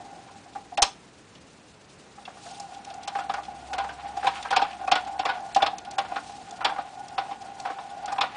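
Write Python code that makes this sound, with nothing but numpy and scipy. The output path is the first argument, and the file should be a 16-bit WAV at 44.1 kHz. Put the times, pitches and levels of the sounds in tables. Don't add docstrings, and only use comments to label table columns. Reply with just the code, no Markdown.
import sys
import numpy as np
from scipy import signal
from scipy.fft import rfft, irfft
from scipy.io import wavfile
from scipy.ndimage import uniform_filter1d, minimum_filter1d, map_coordinates

SR = 44100
rng = np.random.default_rng(int(sys.argv[2]) if len(sys.argv) > 2 else 0)


def makeup_ratio(level_db):
    decades = np.asarray(level_db, float) / 20
    return 10 ** decades


def generate_wav(signal):
    frames = np.transpose(np.atleast_2d(signal))
    scaled = np.clip(frames, -1, 1) * 32767
    pcm = np.round(scaled).astype(np.int16)
    wavfile.write(sys.argv[1], SR, pcm)


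N = 368876
TIME = np.arange(N) / SR
SPAN = 4096
IMPACT_TIME = TIME[:SPAN // 2]


def unit(x):
    return x / np.sqrt(np.mean(x ** 2))


def decay(t, t60_s):
    return np.exp(-np.log(1000) * t / t60_s)


def shaped(points, shape=N):
    hz, db = np.transpose(points)
    noise = rng.standard_normal(shape)
    size = noise.shape[-1]
    bin_hz = np.fft.rfftfreq(size, 1 / SR) + 1
    gain = makeup_ratio(np.interp(np.log(bin_hz), np.log(hz), db, left=-90, right=-90))
    return unit(irfft(rfft(noise) * gain, size))


def walk(rate_hz):
    width = int(SR / rate_hz)
    once = uniform_filter1d(rng.standard_normal(N), width)
    return unit(uniform_filter1d(once, width))


def swells(rows):
    return sum(rise_db * np.exp(-((TIME - s) / half_s) ** 2 / 2) for s, rise_db, half_s in rows)


def grit(shape, scatter_db):
    size = np.minimum(rng.exponential(size=shape), 3.5)
    return rng.standard_normal(shape) * makeup_ratio(scatter_db * size)


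def chatter(length_s, scatter_db, after_db, after_s):
    u = IMPACT_TIME / np.clip(length_s, .0005, .02)[:, None]
    swell = u * np.exp(-u ** 2 / 2)
    rattle = makeup_ratio(after_db) * (1 - np.exp(-u ** 2)) * np.exp(-(IMPACT_TIME / after_s) ** 2)
    return grit(u.shape, scatter_db) * (swell + rattle)


def ring(modes, count, spot_db, detune):
    chance = rng.standard_normal((count, 2, len(modes)))
    out = np.zeros((count, SPAN // 2))
    for k, (hz, db, t60_s) in enumerate(modes):
        mode_hz = hz * (1 + detune * chance[:, 0, k, None])
        gain = makeup_ratio(db + spot_db * chance[:, 1, k, None])
        out += gain * np.sin(2 * np.pi * mode_hz * IMPACT_TIME) * decay(IMPACT_TIME, t60_s)
    return out


def dense(push, points, db, t60_s):
    fade = decay(TIME[None, :SPAN // 2 + 1], t60_s) ** 2
    power = signal.fftconvolve(push ** 2, fade, axes=1)
    noise = shaped(points, power.shape)
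    return makeup_ratio(db) * noise[:, :-1] * np.sqrt(np.abs(power))[:, :-1]


def place(start_s, peak_db, sounds):
    out = np.zeros(N + 2 * SPAN)
    sounds = sounds * (makeup_ratio(peak_db) / np.abs(sounds).max(axis=1))[:, None]
    for start, row in zip((start_s * SR).astype(int) + SPAN, sounds):
        out[start:start + len(row)] += row
    return out[SPAN:SPAN + N]


# start_s, drum_db, upper_drum_db (re drum), rim_db, treble_db (re rim)
BLOWS = [(.821, -13, 0.5, -7.5, 3.5), (3.076, -29.5, 6, -27, -1.5), (3.151, -20, -.6, -37.5, -19),
         (3.294, -19, -1, -28.5, -26), (3.337, -23, 2.5, -31, -4.5), (3.731, -22.5, 1, -26, -7),
         (3.781, -22, 0.5, -26, -6.5), (4.268, -12.5, -0.5, -15, -14.5), (4.506, -19, 2, -23, -5.5),
         (4.562, -8.5, -5, -12, -7.5), (4.875, -16.5, -5.5, -28, -8), (4.915, -6.5, -7, -10.5, -9.5),
         (4.954, -22, 8.5, -18, -10.5), (5.192, -13.5, -10, -23.5, -9), (5.252, -17.5, 4.5, -20.5, -11.5),
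         (5.56, -7.5, -11, -21, -6.5), (5.621, -10, -1.5, -14.5, -19), (5.661, -28.5, 13, -18, -14.5),
         (5.982, -14, -3, -20.5, -5), (6.646, -17, 7, -12.5, -13), (7.179, -16.5, -1.2, -25, -23),
         (8.181, -17.5, -3, -24, -29), (8.209, -23.5, 11, -14, -12.5)]
BOUNCES = [(3.186, -21.5, -2, -35.5, -3), (3.84, -24.5, 0, -45, -2), (3.888, -30.5, 9, -43, -29),
           (4.168, -22, -5.5, -37, -1), (4.227, -23, -1, -38, -12), (4.449, -29.5, 10, -47, -43),
           (4.524, -18.5, 5.5, -28.5, -14), (4.616, -14, -3, -23.5, -12), (5.071, -26, -12, -41.5, -2),
           (5.289, -22, 7.5, -24.5, -20), (5.601, -40.5, 17.5, -37, -34), (6.047, -29, 1.5, -42, -5),
           (6.115, -19.5, -9.5, -43, -20), (6.158, -21, 1.5, -29.5, -16), (6.607, -29, 8, -55, -8),
           (6.692, -30, 7.5, -40, -8), (6.782, -20.5, -3.3, -60, -8), (7.309, -23.5, -8, -38.5, -24),
           (7.651, -19, -2, -34.5, -19), (7.699, -26.5, 2, -50, -20), (7.784, -29, 1.5, -36, -25),
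           (8.077, -25.5, -2.5, -35, -25), (8.12, -22.5, -1, -35, 0.5), (8.159, -29, -2, -54, -24)]
# start_s, peak_db, upper_drum_db (re peak)
KNOCKS = [(3.169, -28.5, -18), (3.211, -28, -5), (3.385, -24, -5), (3.484, -30, -22), (3.802, -23.5, 0.5),
          (4.05, -29, -15), (4.103, -33, -26), (4.246, -19, -1), (4.395, -30, -19), (4.597, -31, 17),
          (4.651, -32, 10), (4.968, -17.5, -13.5), (5.034, -29, -13), (5.145, -30, -27), (5.232, -34, 9),
          (5.374, -30, -26), (5.682, -18.5, -18), (5.731, -23.5, -20), (5.92, -31, -23), (6.238, -38, -21),
          (6.296, -32, -8), (6.719, -22, -9), (6.764, -27, 0.5), (7.254, -36, -2), (7.493, -48, -15),
          (7.588, -35, -30), (7.675, -26, 1.5), (8.046, -29, -26), (8.108, -38, 5), (8.234, -20.5, 4)]
# start_s, peak_db, upper_drum_db
# (re peak), main_hz
SOFT_KNOCKS = [(.004, -34.5, -26, 718), (.053, -39.5, -21, 784), (.13, -37.5, -23, 780),
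               (.189, -38.5, -17, 794), (.287, -43.5, 3, 740), (.462, -38, -22, 728), (.556, -26, -8, 802),
               (.574, -32.5, -23, 792), (.724, -27, -33, 733), (0.781, -15, -5.5, 796),
               (.799, -21, -17, 701), (2.182, -39, -3, 810), (2.28, -30, -3, 757), (2.373, -38, 1.5, 807),
               (2.464, -33, -7, 694), (2.601, -30, -21, 732), (2.909, -31.5, -11, 671)]
# mode_hz, level_db, t60_s
DRUM_MODES = [(735.5, 3, 0.062), (775, 11.5, 0.033), (787, 1, 0.064)]
# mode_hz, level_db, t60_s
UPPER_DRUM_MODES = [(508, -2, 0.052), (690, 5.5, 0.012), (965, 10, 0.025), (986, -9, 0.044),
                    (1160, 15, 0.0078), (1313, -7.5, 0.036), (1366, -4.5, 0.04), (1494, 0, 0.054),
                    (1446, -14.5, 0.21), (1860, -34.5, 0.082)]


def knocks():
    chatter_s, build_up_s = .005, .0058
    drum_lag_s = .0045
    both = np.array(BLOWS + BOUNCES)[:, :3] + [drum_lag_s, 0, 0]
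    soft = np.array(SOFT_KNOCKS)
    s, peak_db, upper_db = np.vstack([soft[:, :3], both, KNOCKS]).T
    count = len(s)
    main_hz = 775 * (1 + 0.023 * rng.standard_normal(count))
    main_hz[:len(soft)] = soft[:, 3]
    t = IMPACT_TIME
    push = chatter(np.full(count, chatter_s), scatter_db=3.0, after_db=-7.5, after_s=0.031)
    wave = np.sin(2 * np.pi * main_hz[:, None] * t)
    main = wave * decay(t, 0.038) + makeup_ratio(-14.5) * ring(DRUM_MODES, count, spot_db=6.0, detune=0.022)
    in_step = makeup_ratio(-3.5) * wave * t / build_up_s * np.exp(-(t / build_up_s) ** 2 / 2)
    low = signal.fftconvolve(push + in_step, main, axes=1)
    high = signal.fftconvolve(push, ring(UPPER_DRUM_MODES, count, spot_db=6.0, detune=0.019), axes=1)
    high = high + dense(push, SCUFF_TONE, db=-6.5, t60_s=0.18)
    start_s = s - 1.1 * chatter_s
    return place(start_s, peak_db, low) + place(start_s, peak_db + upper_db, high)


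# start_s, peak_db, treble_db
TICKS = [(0.532, -45, -10), (.774, -20, -6), (1.35, -43, -6), (2.252, -32, -23), (2.51, -43.5, 6.5),
         (2.598, -45, 15), (2.746, -40.5, -6), (2.846, -38.5, 5), (2.901, -38, -4), (2.939, -43, 4),
         (3.031, -39.5, 4), (3.433, -36.5, -10.5), (3.451, -41, 0), (3.994, -41, -20.1), (4.426, -31, -3.5),
         (4.729, -36, -17), (4.847, -46, 2), (5.048, -39.5, -5), (5.404, -51, 5), (5.547, -23.5, 2.3),
         (5.782, -35, 10), (5.848, -37, -5), (5.91, -39, 6.5), (6.508, -40, 8), (6.801, -43, -17),
         (7.082, -43.5, 7), (7.417, -41.5, 0), (7.599, -37, 6), (7.9, -43, -10), (8.057, -39, 9)]
# mode_hz, level_db, t60_s
RIM_MODES = [(2490, -1, 0.024), (2650, -3.5, 0.028), (2820, -24, 0.01), (3434, 1.5, .025),
             (3200, -1.5, 0.0077), (4700, -19.5, 0.0064)]
# freq_hz, density_db (per Hz)
RIM_DENSE = [(1000, -3), (1800, -10.5), (2700, 1.5), (3500, 2), (4600, -4), (5600, -6.5)]
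# freq_hz, density_db (per Hz)
RIM_TREBLE = [(3300, -21.5), (4300, -0.2), (6500, -1.5), (8000, -5), (10000, -14.5), (11000, -42)]


def ticks():
    both = np.array(BLOWS + BOUNCES)[:, [0, 3, 4]]
    s, peak_db, treble_db = np.vstack([both, TICKS]).T
    length_s = np.repeat([.0042, .007, .0025], [len(BLOWS), len(BOUNCES), len(TICKS)])
    push = chatter(length_s, scatter_db=5.0, after_db=-11.5, after_s=3.9 * length_s[:, None])
    low = signal.fftconvolve(push, ring(RIM_MODES, len(s), spot_db=7.0, detune=0.023), axes=1)
    low = low + dense(push, RIM_DENSE, db=4.5, t60_s=0.059)
    high = dense(push, RIM_TREBLE, db=0, t60_s=0.016)
    return place(s - 0.371 * length_s, peak_db, low) + place(s - 0.44 * length_s, peak_db + treble_db, high)


# time_s, bearing_db
ROLL = [(0.0, -48.5), (.44, -59.5), (1.35, -84.5), (2.21, -62.5), (2.44, -51), (2.79, -45), (3.49, -44),
        (4.17, -42.5), (4.45, -46.5), (4.96, -36.5), (5.12, -39.5), (5.31, -37.5), (5.62, -48), (6.15, -40),
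        (6.31, -46.5), (7.66, -42), (8.36, -44)]


def rolling_db():
    return np.interp(TIME, *np.transpose(ROLL))


# mode_hz, level_db, t60_s
ROLL_MODES = [(748, -5.5, 0.086), (784, -2, 0.09), (1020, -23.5, 0.036), (1439, -16, 0.062)]


def bearing(level_db):
    rough = grit(N, 0.98) * makeup_ratio(2.67 * walk(28))
    rung = signal.fftconvolve(rough, ring(ROLL_MODES, 1, 0, 0)[0])[:N]
    bend = np.cumsum(.017 * walk(14.5))
    bend = bend - uniform_filter1d(bend, size=SR // 2)
    return makeup_ratio(level_db) * unit(map_coordinates(rung, [np.arange(N) + bend], mode="mirror"))


# time_s, rise_db, half_length_s
SCUFF = [
    (4.4, 18, 0.18),
    (8.36, 6.5, 0.077),
]
# freq_hz, density_db (per Hz)
SCUFF_TONE = [(500, -45), (1000, 8.5), (1500, 3.5), (2700, 3), (4500, -5), (7000, -23)]


def claws(effort_db):
    level_db = -55 + 1.2 * effort_db + swells(SCUFF)
    uneven = uniform_filter1d(np.abs(grit(N, 10)), size=60) * makeup_ratio(4.2 * walk(32))
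    return makeup_ratio(level_db) * unit(uneven * shaped(SCUFF_TONE))


# mode_hz, level_db, t60_s
STAND_MODES = [(316, -13, 0.066), (449, -8.5, 0.021)]


def stand(wheel):
    shake = uniform_filter1d(np.abs(wheel), size=200) * rng.standard_normal(N)
    return makeup_ratio(-33) * signal.fftconvolve(shake, ring(STAND_MODES, 1, 0, 0)[0])[:N]


def tub(wheel):
    t = np.arange(SR // 4) / SR
    tail = rng.standard_normal(len(t)) * decay(t, 0.24) * np.clip(t / 0.0016, 0, 1)
    tail = signal.sosfilt(signal.butter(1, 3520, fs=SR, output="sos"), tail)
    return makeup_ratio(-16.5) * signal.fftconvolve(wheel, tail / np.linalg.norm(tail))[:N]


# start_s, peak_db, pitch_hz, t60_s
THUD = [
    (0.821, -23, 41.67, 0.062),
]


def thud():
    (start_s, peak_db, pitch_hz, t60_s), = THUD
    t = np.clip(TIME - start_s, 0, None)
    return makeup_ratio(peak_db) * np.sin(2 * np.pi * pitch_hz * t) * decay(t, t60_s)


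# time_s, rise_db, half_length_s
STIRS = [
    (2.5, 7.5, 0.1),
    (4.33, 5, 0.14),
    (5.54, 4, 0.033),
    (6.31, 6.5, 0.11),
]
# freq_hz, density_db (per Hz)
RUSTLE = [(1200, -42), (2500, -1), (4000, 0.5), (7000, -2), (10000, -6.5)]


def chips(effort_db):
    level_db = -57 + 0.1 * effort_db + swells(STIRS)
    return makeup_ratio(level_db + 2.2 * walk(64)) * shaped(RUSTLE)


# time_s, level_db
HUM = [
    (2.8, -74),
    (3.67, -57),
    (7.399, -72.5),
]


def hum():
    time_s, level_db = np.transpose(HUM)
    pitch_hz = 66.3 * (1 + 0.013 * walk(4.3))
    phase = np.cumsum(2 * np.pi * pitch_hz / SR)
    level_db = np.interp(TIME, time_s, level_db, left=-90, right=-90) + 1.8 * walk(4.3)
    return makeup_ratio(level_db) * np.sqrt(2) * np.sin(phase)


# freq_hz, density_db (per Hz)
ROOM = [(12, -35), (20, -22), (37, -25.5), (58, -11), (189, -5), (319, -6.5), (345, -8), (472, -9.5),
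        (566, -11), (2790, -21), (3010, -26.5), (7520, -36.5), (10300, -48), (13400, -38), (22000, -120)]


def room():
    return makeup_ratio(-52 + 0.99 * walk(3.4)) * shaped(ROOM)


def scene():
    roll_db = rolling_db()
    effort_db = roll_db + 42
    wheel = knocks() + ticks() + claws(effort_db) + bearing(roll_db + 3.5)
    wheel = signal.sosfilt(signal.butter(4, 633, "high", fs=SR, output="sos"), wheel)
    wheel = wheel + stand(wheel)
    return (wheel + tub(wheel) + chips(effort_db) + hum() + thud() + room())[None]


# freq_hz, margin_db
DROPOUT_MARGIN = [(300, 60), (800, 28), (2000, 25), (4000, 21), (7000, 17), (11000, 15)]
# freq_hz, threshold (standard deviations)
DROPOUT = [3000, 6000, 10000], [-2.6, -1.5, -1.1]


def band_dropouts(x):
    hop, ahead_s, behind_s = 48, .022, .012
    f, _, z = signal.stft(x, SR, nperseg=192, noverlap=192 - hop)
    power = uniform_filter1d(np.abs(z) ** 2, size=4, axis=-2)
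    level_db = 10 * np.log10(uniform_filter1d(power, size=3) + 1e-20)
    ahead, behind = int(ahead_s * SR / hop), int(behind_s * SR / hop)
    coming_db = -minimum_filter1d(-level_db, ahead + behind, origin=(behind - ahead) // 2 + 1)
    hz, margin_db = np.transpose(DROPOUT_MARGIN)
    spare_db = level_db - coming_db + np.interp(np.log(f + 1), np.log(hz), margin_db)[:, None]
    patches = np.kron(rng.standard_normal((len(f) // 2 + 1, N // 576 + 2)), np.ones((2, 12)))
    patches = patches[:len(f), :z.shape[-1]]
    keep = np.clip(.5 + (spare_db + 4 * patches) / 4, .01, 1)
    keep[..., patches < np.interp(f, *DROPOUT)[:, None]] = .05
    return signal.istft(z * keep, SR, nperseg=192, noverlap=192 - hop)[1][..., :N]


def roll_off(x):
    return signal.sosfilt(signal.butter(12, 10440, fs=SR, output="sos"), x)


def record(dry):
    ceiling = .75
    rounded = ceiling * np.tanh(dry / ceiling)
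    x = signal.sosfilt(signal.ellip(10, .3, 75, 10120, fs=SR, output="sos"), rounded)
    mix = band_dropouts(x)
    return roll_off(mix)


dry = scene()
out = record(dry)
generate_wav(out)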